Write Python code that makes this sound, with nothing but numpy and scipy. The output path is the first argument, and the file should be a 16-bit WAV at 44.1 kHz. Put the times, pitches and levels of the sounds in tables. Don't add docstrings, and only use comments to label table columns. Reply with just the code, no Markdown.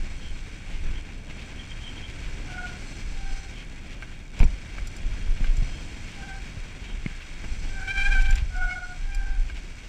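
import sys
import numpy as np
from scipy import signal
from scipy.fft import rfft, irfft, next_fast_len
from scipy.io import wavfile
from scipy.ndimage import uniform_filter1d

SR = 44100
rng = np.random.default_rng(int(sys.argv[2]) if len(sys.argv) > 2 else 0)


def inscribe(sig):
    pcm = np.round(np.clip(np.atleast_2d(sig).T, -1, 1) * 32767)
    wavfile.write(sys.argv[1], SR, pcm.astype(np.int16))


N = 435708
TIME = np.arange(N) / SR


def from_db(db):
    return 10 ** (np.asarray(db) / 20)


def rms_one(x):
    return x / np.sqrt(np.mean(x ** 2) + 1e-20)


def in_time(rows):
    s, *columns = np.transpose(rows)
    return [np.interp(TIME, s, column) for column in columns]


def swell(s, half_s):
    out = np.zeros(N)
    near = slice(*np.searchsorted(TIME, [s - 4 * half_s, s + 4 * half_s]))
    out[near] = np.exp(-((TIME[near] - s) / half_s) ** 2)
    return out


def drift(hz):
    step, settle = 40, 2000
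    pole = np.exp(-2 * np.pi * hz * step / SR)
    noise = rng.standard_normal(N // step + settle + 2)
    slow = signal.lfilter([1], [1, -2 * pole, pole * pole], noise)[settle:]
    return np.interp(np.arange(N) / step, np.arange(len(slow)), rms_one(slow))


def grains(per_s, spread_db):
    sizes = from_db(spread_db * np.minimum(rng.exponential(1, N), 5))
    return rms_one(sizes * rng.choice([-1, 1], N) * (rng.random(N) < per_s / SR))


def colour(x, spectrum):
    size = next_fast_len(N)
    hz, db = np.transpose(spectrum)
    bins = np.maximum(np.fft.rfftfreq(size, 1 / SR), 1)
    gain = from_db(np.interp(np.log(bins), np.log(hz), db, left=-120))
    return rms_one(irfft(rfft(x, size) * gain, size)[:N])


def highpass(x, hz):
    return signal.sosfilt(signal.butter(2, hz, "high", fs=SR, output="sos"), x)


def even(x, seconds):
    size = max(int(seconds * SR), 2)
    return x / np.sqrt(uniform_filter1d(uniform_filter1d(x * x, size), size) + 1e-12)


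def resonate(x, modes):
    out = 0
    for hz, width, db in modes:
        r = np.exp(-np.pi * width / SR)
        poles = [1, -2 * r * np.cos(2 * np.pi * hz / SR), r * r]
        out += from_db(db) * (1 - r * r) * signal.lfilter([1, 0, -1], poles, x + 1e-18)
    return rms_one(signal.sosfilt(signal.butter(6, 8600, fs=SR, output="sos"), out))


def ring(x, hz, t60):
    r, w = from_db(-60 / (t60 * SR)), 2 * np.pi * hz / SR
    return signal.lfilter([0, np.sin(w)], [1, -2 * r * np.cos(w), r * r], x + 1e-18)


def add(out, s, sound):
    start = int(np.clip(s * SR, 0, N - 1))
    out[start:start + len(sound)] += sound[:N - start]


def through_case(x):
    # (frequency [Hz], width [Hz], gain [dB])
    case_modes = [(1594, 230, 4), (2260, 210, 7.5), (2720, 110, 0), (3230, 130, 2), (3735, 100, -2),
                  (4280, 170, -2), (5020, 220, -6.5), (5780, 260, -5), (6750, 400, -13), (7520, 220, -9),
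                  (8350, 350, -15)]
    return resonate(x, case_modes)


def wind(calm_db=-38.5, sway_db=.8):
    # (time [s], half length [s], level [dB])
    gusts = [(0.0, .06, -24), (.25, .2, -29.5), (.85, .14, -25), (2.3, .17, -32), (3.2, .22, -27.5),
             (4.5, .06, -27), (4.85, .08, -29), (5.09, .07, -24), (5.45, .33, -25.5), (6.58, .04, -29),
             (7.0, .14, -31), (7.62, .24, -27), (8.25, .22, -18.5), (8.62, .1, -24), (9.27, .3, -26)]
    # (frequency [Hz], gain [dB])
    buffet_spectrum = [(12, -5.5), (22, 6), (45, -4.5), (80, -15), (130, -35), (250, -44.5), (600, -87)]
    calm = from_db(calm_db + sway_db * drift(2))
    power = calm ** 2 + sum((from_db(db) * swell(s, half_s)) ** 2 for s, half_s, db in gusts)
    return np.sqrt(power) * even(colour(rng.standard_normal(N), buffet_spectrum), seconds=.17)


def air(level_db=-78):
    return from_db(level_db) * rms_one(highpass(rng.standard_normal(N), 5000))


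def ground(return_s=.025):
    # (time [s], packed dirt rumble [dB], gravel crunch [dB], loose grit hiss [dB])
    trail = [(0.0, -41.0, -50.0, -59.0), (0.42, -46.0, -52.5, -57.5), (0.72, -41.5, -49, -61.0),
             (1.9, -42, -49, -57.5), (2.55, -40.5, -49.0, -55.0), (3.4, -46.5, -52.0, -55.5),
             (3.68, -44.5, -52.0, -62.0), (4.7, -43.0, -50.5, -58.0), (5.75, -40.0, -50.0, -55.0),
             (6.35, -45.0, -51.0, -55.5), (6.95, -44.0, -50.0, -60.5), (7.25, -50.5, -51.0, -59.0),
             (7.5, -43.0, -50.5, -54.5), (8.2, -43.5, -51.5, -54.5), (8.75, -47.0, -54.0, -57.5),
             (9.88, -48.0, -54.0, -58.5)]
    # (time the weight is back [s], length [s], drop in crunch [dB])
    crests = [(1.3, .38, 6.2), (4.01, .28, 2.5), (4.34, .22, 8.5)]
    rumble_db, crunch_db, grit_db = in_time(trail)
    drop_db = sum(np.interp(TIME, [s - length, s - return_s, s], [0, db, 0]) for s, length, db in crests)
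    return rumble_db - .55 * drop_db, crunch_db - drop_db, grit_db - .95 * drop_db


def tyres(rumble_db, crunch_db, grit_db):
    # (frequency [Hz], gain [dB])
    dirt_spectrum = [(30, -12), (48, 2.5), (75, 5.5), (120, 1.5), (200, -2.8), (300, -6.8), (450, -13.8),
                     (700, -17.2), (1100, -23), (2000, -62)]
    gravel_spectrum = [(400, -11), (800, -0.5), (1200, -5), (1650, 2), (2400, 6.3), (3000, 0), (3800, -6),
                       (6000, -45.5)]
    grit_spectrum = [(2000, 11), (3500, -3.5), (5000, 6.5), (6500, 2), (8100, -5), (9200, -30),
                     (10300, -24), (12000, -18), (15000, -20)]
    throb, rocking = washboard()
    load = drift(22.3) + 1.7 * rocking
    slam_db = 13 * swell(4.432, half_s=.036)
    sand_db = grit_db - 2
    pebbles_db = (crunch_db + grit_db) / 2 + 3.5
    rumble = even(colour(rng.standard_normal(N), dirt_spectrum), seconds=.15)
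    rumble *= from_db(rumble_db + slam_db + 1.25 * load)
    gravel = colour(grains(per_s=6000, spread_db=3), gravel_spectrum) * from_db(crunch_db + 1.1 * load)
    sand = colour(grains(per_s=20000, spread_db=.5), grit_spectrum) * from_db(sand_db + 1.9 * load)
    pebbles = through_case(grains(per_s=9000, spread_db=2.5)) * from_db(pebbles_db + .75 * load)
    return throb + rumble + gravel + sand + pebbles


def freehub(clicks_per_s=88, level_db=-62.5):
    tooth = np.cumsum(clicks_per_s * (1 + .06 * drift(.6))) / SR
    snaps = rng.standard_normal(N) * np.exp(-(tooth % 1) / .15)
    snaps *= from_db(6.5 * np.tanh(drift(46)))
    return through_case(highpass(snaps, 4500)) * from_db(level_db)


def whirr(shimmer_db=2):
    # (time [s], half length [s], level [dB])
    drags = [(.25, .2, -59), (2.9, .3, -56), (3.36, .13, -53.5), (5.8, .4, -58), (7.6, .22, -55.5),
             (8.05, .2, -54), (8.8, .3, -58)]
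    # (frequency [Hz], width [Hz], gain [dB])
    rotor_modes = [(4310, 170, 0), (5060, 220, -3), (5900, 320, -2), (7570, 190, -1.5), (8400, 300, -16)]
    drag = sum(from_db(db) * swell(s, half_s) for s, half_s, db in drags)
    return drag * resonate(rng.standard_normal(N), rotor_modes) * from_db(shimmer_db * drift(40))


def rotor_chirps(ring_hz=3170, flutter_per_s=74, rise_hz=330):
    # (time [s], length [s], level [dB])
    grazes = [(0.265, .08, -50), (0.97, .04, -50), (1.605, 0.032, -45), (1.715, 0.025, -47),
              (1.868, 0.072, -43.5), (1.975, 0.028, -46.5), (2.045, 0.035, -46), (3.576, .07, -53),
              (5.776, 0.16, -54), (6.9, 0.055, -50)]
    touch = sum(from_db(db) * swell(s, length / np.sqrt(2)) for s, length, db in grazes)
    progress = np.cumsum(flutter_per_s * (1 + .22 * drift(40))) / SR % 1
    hz = ring_hz * (1 + .014 * drift(150)) + rise_hz * (progress - .5)
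    grip = np.sin(np.pi * progress) * from_db(3.5 * np.tanh(drift(60)))
    return touch * rms_one(grip * np.sin(2 * np.pi * np.cumsum(hz) / SR))


def gravel_spits():
    # (time [s], half length [s], level [dB])
    spits = [(.385, .012, -47), (.74, .05, -47), (1.308, .012, -49), (1.41, .025, -45), (2.095, .02, -44),
             (2.25, .018, -44), (2.53, .012, -43), (2.68, .025, -43), (3.6, .045, -48),
             (3.925, .035, -47.5), (4.385, .03, -47), (4.43, .03, -46), (5.375, .012, -45),
             (5.47, .03, -45), (6.12, .07, -48), (6.85, .02, -46), (7.225, .012, -45), (8.21, .012, -39),
             (8.26, .012, -40), (8.33, .012, -40), (8.38, .025, -39), (9.57, .02, -46)]
    # (frequency [Hz], gain [dB])
    spray_spectrum = [(600, -14), (1200, -11), (1800, -6), (2350, 2), (3100, -3), (4200, -11), (7000, -18),
                      (10000, -32), (15000, -42)]
    bursts = sum(from_db(db) * swell(s, half_s) for s, half_s, db in spits)
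    return bursts * even(colour(grains(per_s=1300, spread_db=2.5), spray_spectrum), seconds=.025)


def heaves(harness_hz=26, half_s=.024):
    # (time [s], peak [dB])
    dips = [(0.865, -19), (3.32, -23), (5.24, -17), (5.302, -14), (5.421, -11), (5.505, -13), (5.61, -12.5),
            (8.122, -14), (8.325, -9), (9.045, -19), (9.192, -14), (9.31, -16), (9.409, -14.5)]
    out = np.zeros(N)
    t = TIME[:SR // 5] - TIME[SR // 10]
    thump = -np.exp(-(t / half_s) ** 2) * np.cos(2 * np.pi * harness_hz * t)
    for s, db in dips:
        add(out, s + t[0], from_db(db) * thump)
    return out


def washboard():
    # (time [s], length [s], ripple rate [Hz], level [dB])
    ripples = [(0.89, 0.2, 42, -35), (8.17, 0.22, 20, -15.5)]
    throb, load = 0, 0
    for s, length, hz, db in ripples:
        contact = swell(s, length / np.sqrt(2))
        phase = 2 * np.pi * np.cumsum(hz * (1 + .0574 * drift(11.7))) / SR
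        judder = np.sin(phase) + .14 * np.sin(2 * phase) + .065 * np.sin(3 * phase)
        throb += contact * from_db(db) * judder
        load += contact * np.sin(phase)
    return throb, load


def brakes():
    tremble = .008 * drift(30) + .013 * drift(180)
    shake = drift(80) + 1j * drift(80)
    rub = through_case(rng.standard_normal(N))
    paths = [drift(24) + 1j * drift(23) for _ in range(3)]
    unrest = [tremble, shake, rub, *paths]
    return light_braking(unrest) + hard_braking(unrest)


def light_braking(unrest, range_db=22, roundness=1.65, rise_per_db=.0006, sag_hz_per_s=40):
    # (full grip [s], swell [s], fade [s], pitch [Hz], fundamental [dB],
    # second partial [dB], roughness [0-1], spokes passing [1/s], stutter [0-1])
    pulls = [(2.598, .15, .2, 726, -45.5, -37.5, .4, 19, .75),
             (3.275, .18, .27, 782, -51.5, -51, .45, 8, .3),
             (6.302, .17, .13, 778, -46.5, -43.5, .5, 13, .75),
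             (8.637, .145, .35, 730, -42, -31, .38, 14.3, .8),
             (9.24, .26, .25, 786, -52, -43.5, .7, 8, .45)]
    # (time [s], half length [s], rise [dB])
    bites = [(8.718, .026, 11.5), (9.135, .026, 18)]
    out = np.zeros(N)
    bite_db = sum(db * swell(s, half_s) for s, half_s, db in bites)
    for s, swell_s, fade_s, pitch_hz, first_top_db, second_top_db, rough, spokes_per_s, stutter in pulls:
        on = (TIME > s - swell_s) & (TIME < s + fade_s)
        t = TIME[on] - s
        slack_db = range_db * np.maximum(-t / swell_s, t / fade_s) ** roundness
        stutter_db = 10 * np.log10(1 + stutter * np.cos(2 * np.pi * spokes_per_s * t))
        hz = pitch_hz * (1 + rise_per_db * slack_db) - sag_hz_per_s * t
        first_db = first_top_db - .65 * slack_db
        second_db = second_top_db - slack_db
        third_db = second_db - 13.5 + bite_db[on]
        out[on] += squeal(on, hz, first_db, second_db + stutter_db, third_db, unrest, rough, flutter=.7)
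    return out


def squeal(on, hz, first_db, second_db, third_db, unrest, rough, flutter, rub_db=-13, fade_s=.02):
    # (frequency [Hz], level against the third partial [dB])
    overtones = [(2900, -17), (3170, -11), (3650, -28), (3900, -19), (4400, -28), (5100, -21), (5600, -28),
                 (7900, -38), (11000, -44)]
    tremble, shake, rub, *paths = (curve[on] for curve in unrest)
    phase = 2 * np.pi * np.cumsum(hz * (1 + rough * tremble)) / SR
    upper_db = [third_db + np.interp(k * hz.mean(), *np.transpose(overtones)) for k in range(4, 15)]
    out = rough * from_db(second_db + rub_db) * rub
    for k, db in enumerate([first_db, second_db, third_db] + upper_db, 1):
        sway = 1 + flutter * paths[min(k, len(paths)) - 1] + .3 * rough * np.sqrt(k) * shake
        sway /= np.sqrt(4 + np.abs(sway) ** 2)
        out += from_db(db) * rms_one(np.imag(sway * np.exp(1j * k * phase)))
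    t = TIME[on]
    return out * np.clip(np.minimum(t - t[0], t[-1] - t) / fade_s, 0, 1)


def blow(modes, scuff_s, scuff):
    t = TIME[:SR // 6]
    force = scuff * rng.standard_normal(len(t)) * np.exp(-t / scuff_s)
    force[0] += 1
    sound = sum(from_db(db) * ring(force, hz, t60) for hz, db, t60 in modes)
    return sound / np.abs(sound).max()


def frame_hits():
    # (time [s], peak [dB])
    slaps = [(4.023, -29.5), (4.7825, -30), (5.443, -27.5), (7.206, -33), (7.445, -33), (9.498, -32)]
    clicks = [(4.3917, -33), (4.4413, -33), (4.8723, -32), (4.9646, -37), (5.568, -34.5), (8.2206, -32.5),
              (8.308, -28.5), (8.3554, -28), (8.5644, -38), (9.1476, -32)]
    # (frequency [Hz], gain [dB], t60 [s])
    slap_modes = [(1580, 0.5, 0.021), (2240, 3, 0.017), (2780, -5, .012)]
    frame_modes = [(5050, 1, 0.017), (5780, 8.5, 0.01), (7230, 11, 0.0073), (9130, -8.5, .008),
                   (11800, -19, .008), (13800, -20, .008)]
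    out = np.zeros(N)
    for s, db in slaps:
        add(out, s, from_db(db) * blow(slap_modes, scuff_s=.007, scuff=.22))
    for s, db in clicks:
        add(out, s, from_db(db) * blow(frame_modes, scuff_s=.0055, scuff=.27))
    return out


def thud(db, hz, t60):
    t = TIME[:SR // 2]
    rise = np.sin(np.pi * np.minimum(t * hz, .5))
    swing = rise * from_db(-60 * t / t60) * np.sin(2 * np.pi * hz * t)
    return from_db(db) * swing / np.abs(swing).max()


def camera_jolts(thud_cycles=3.2):
    # (time [s], peak [dB], frequency [Hz], t60 [s])
    landings = [(4.402, -3.5, 22, .17), (4.447, -11, 24, .07)]
    # (time [s], thud [dB], thud frequency [Hz], ring [dB])
    knocks = [(4.402, -11.5, 76, -19.5), (4.412, -22, 260, -20), (4.4305, -15, 190, -19.5),
              (4.447, -14.5, 62, -40), (5.407, -21, 115, -38), (5.58, -23, 85, -46), (5.622, -21, 112, -42),
              (6.57, -26, 90, -46), (7.442, -26.5, 110, -32), (8.293, -18, 64, -44), (8.42, -17.5, 65, -44)]
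    rap = [(7.0607, -15.5, 160, -21.5)]
    # (frequency [Hz], gain [dB], t60 [s])
    clack_modes = [(536, 1.5, 0.014), (730, -3, 0.019), (925, 1, 0.011), (1620, 6, 0.005), (2300, 4, .01)]
    mount_modes = [(2170, 8, 0.023), (2360, -3, .02), (2570, -16, .02)]
    out = np.zeros(N)
    for s, db, hz, t60 in landings:
        add(out, s, thud(db, hz, t60))
    for s, thud_db, hz, ring_db in knocks:
        add(out, s, -thud(thud_db, hz, thud_cycles / hz))
        add(out, s, from_db(ring_db) * blow(clack_modes, scuff_s=.0047, scuff=.14))
    for s, thud_db, hz, ring_db in rap:
        add(out, s, -thud(thud_db, hz, thud_cycles / hz))
        add(out, s + .31 / hz, from_db(ring_db) * blow(mount_modes, scuff_s=.001, scuff=.028))
    return out


def hard_braking(unrest, first_top_db=-41.5):
    # (time [s], pitch [Hz], second partial [dB], third partial [dB])
    course = [(7.62, 785, -62, -66), (7.75, 783, -50, -56), (7.796, 773, -37, -52), (7.868, 777, -41, -48),
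              (7.88, 776, -32, -30.5), (7.912, 782, -34, -30.5), (7.925, 780, -39, -43),
              (7.948, 780, -37, -38), (7.978, 787, -28.5, -30), (8.025, 785, -33, -29),
              (8.065, 793, -25.5, -30), (8.088, 791, -27, -43), (8.108, 791, -32, -42),
              (8.12, 792, -29, -27), (8.145, 786, -28, -27.5), (8.162, 764, -27.5, -38),
              (8.195, 772, -33, -38), (8.218, 775, -40, -41), (8.302, 784, -33, -32.5),
              (8.33, 787, -38, -49), (8.38, 782, -51, -52), (8.46, 782, -60, -64)]
    on = (TIME > course[0][0]) & (TIME < course[-1][0])
    hz, second_db, third_db = (curve[on] for curve in in_time(course))
    slack_db = second_db.max() - np.maximum(second_db, third_db)
    first_db = first_top_db - .65 * slack_db
    out = np.zeros(N)
    out[on] = squeal(on, hz, first_db, second_db, third_db, unrest, rough=.72, flutter=.45)
    out[on] += rasp(on, hz, level_db=third_db - 29)
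    return out


def rasp(on, hz, level_db):
    # (frequency [Hz], gain [dB])
    scrape_spectrum = [(3000, -4), (7000, 0), (9500, -10), (15000, -30)]
    since_slip = np.cumsum(hz) / SR % 1
    scrape = colour(grains(per_s=9000, spread_db=2.5), scrape_spectrum)[on]
    return from_db(level_db) * rms_one(scrape * np.exp(-since_slip / .3))


def scene():
    riding = wind() + air() + heaves() + tyres(*ground()) + gravel_spits()
    hubs = freehub() + whirr() + brakes() + rotor_chirps()
    return (riding + hubs + camera_jolts() + frame_hits())[None]


def record(dry, ceiling=.9, cutoff_hz=15400):
    rounded = ceiling * np.tanh(dry / ceiling)
    return signal.sosfilt(signal.ellip(10, .1, 80, cutoff_hz, fs=SR, output="sos"), rounded)


dry = scene()
out = record(dry)
inscribe(out)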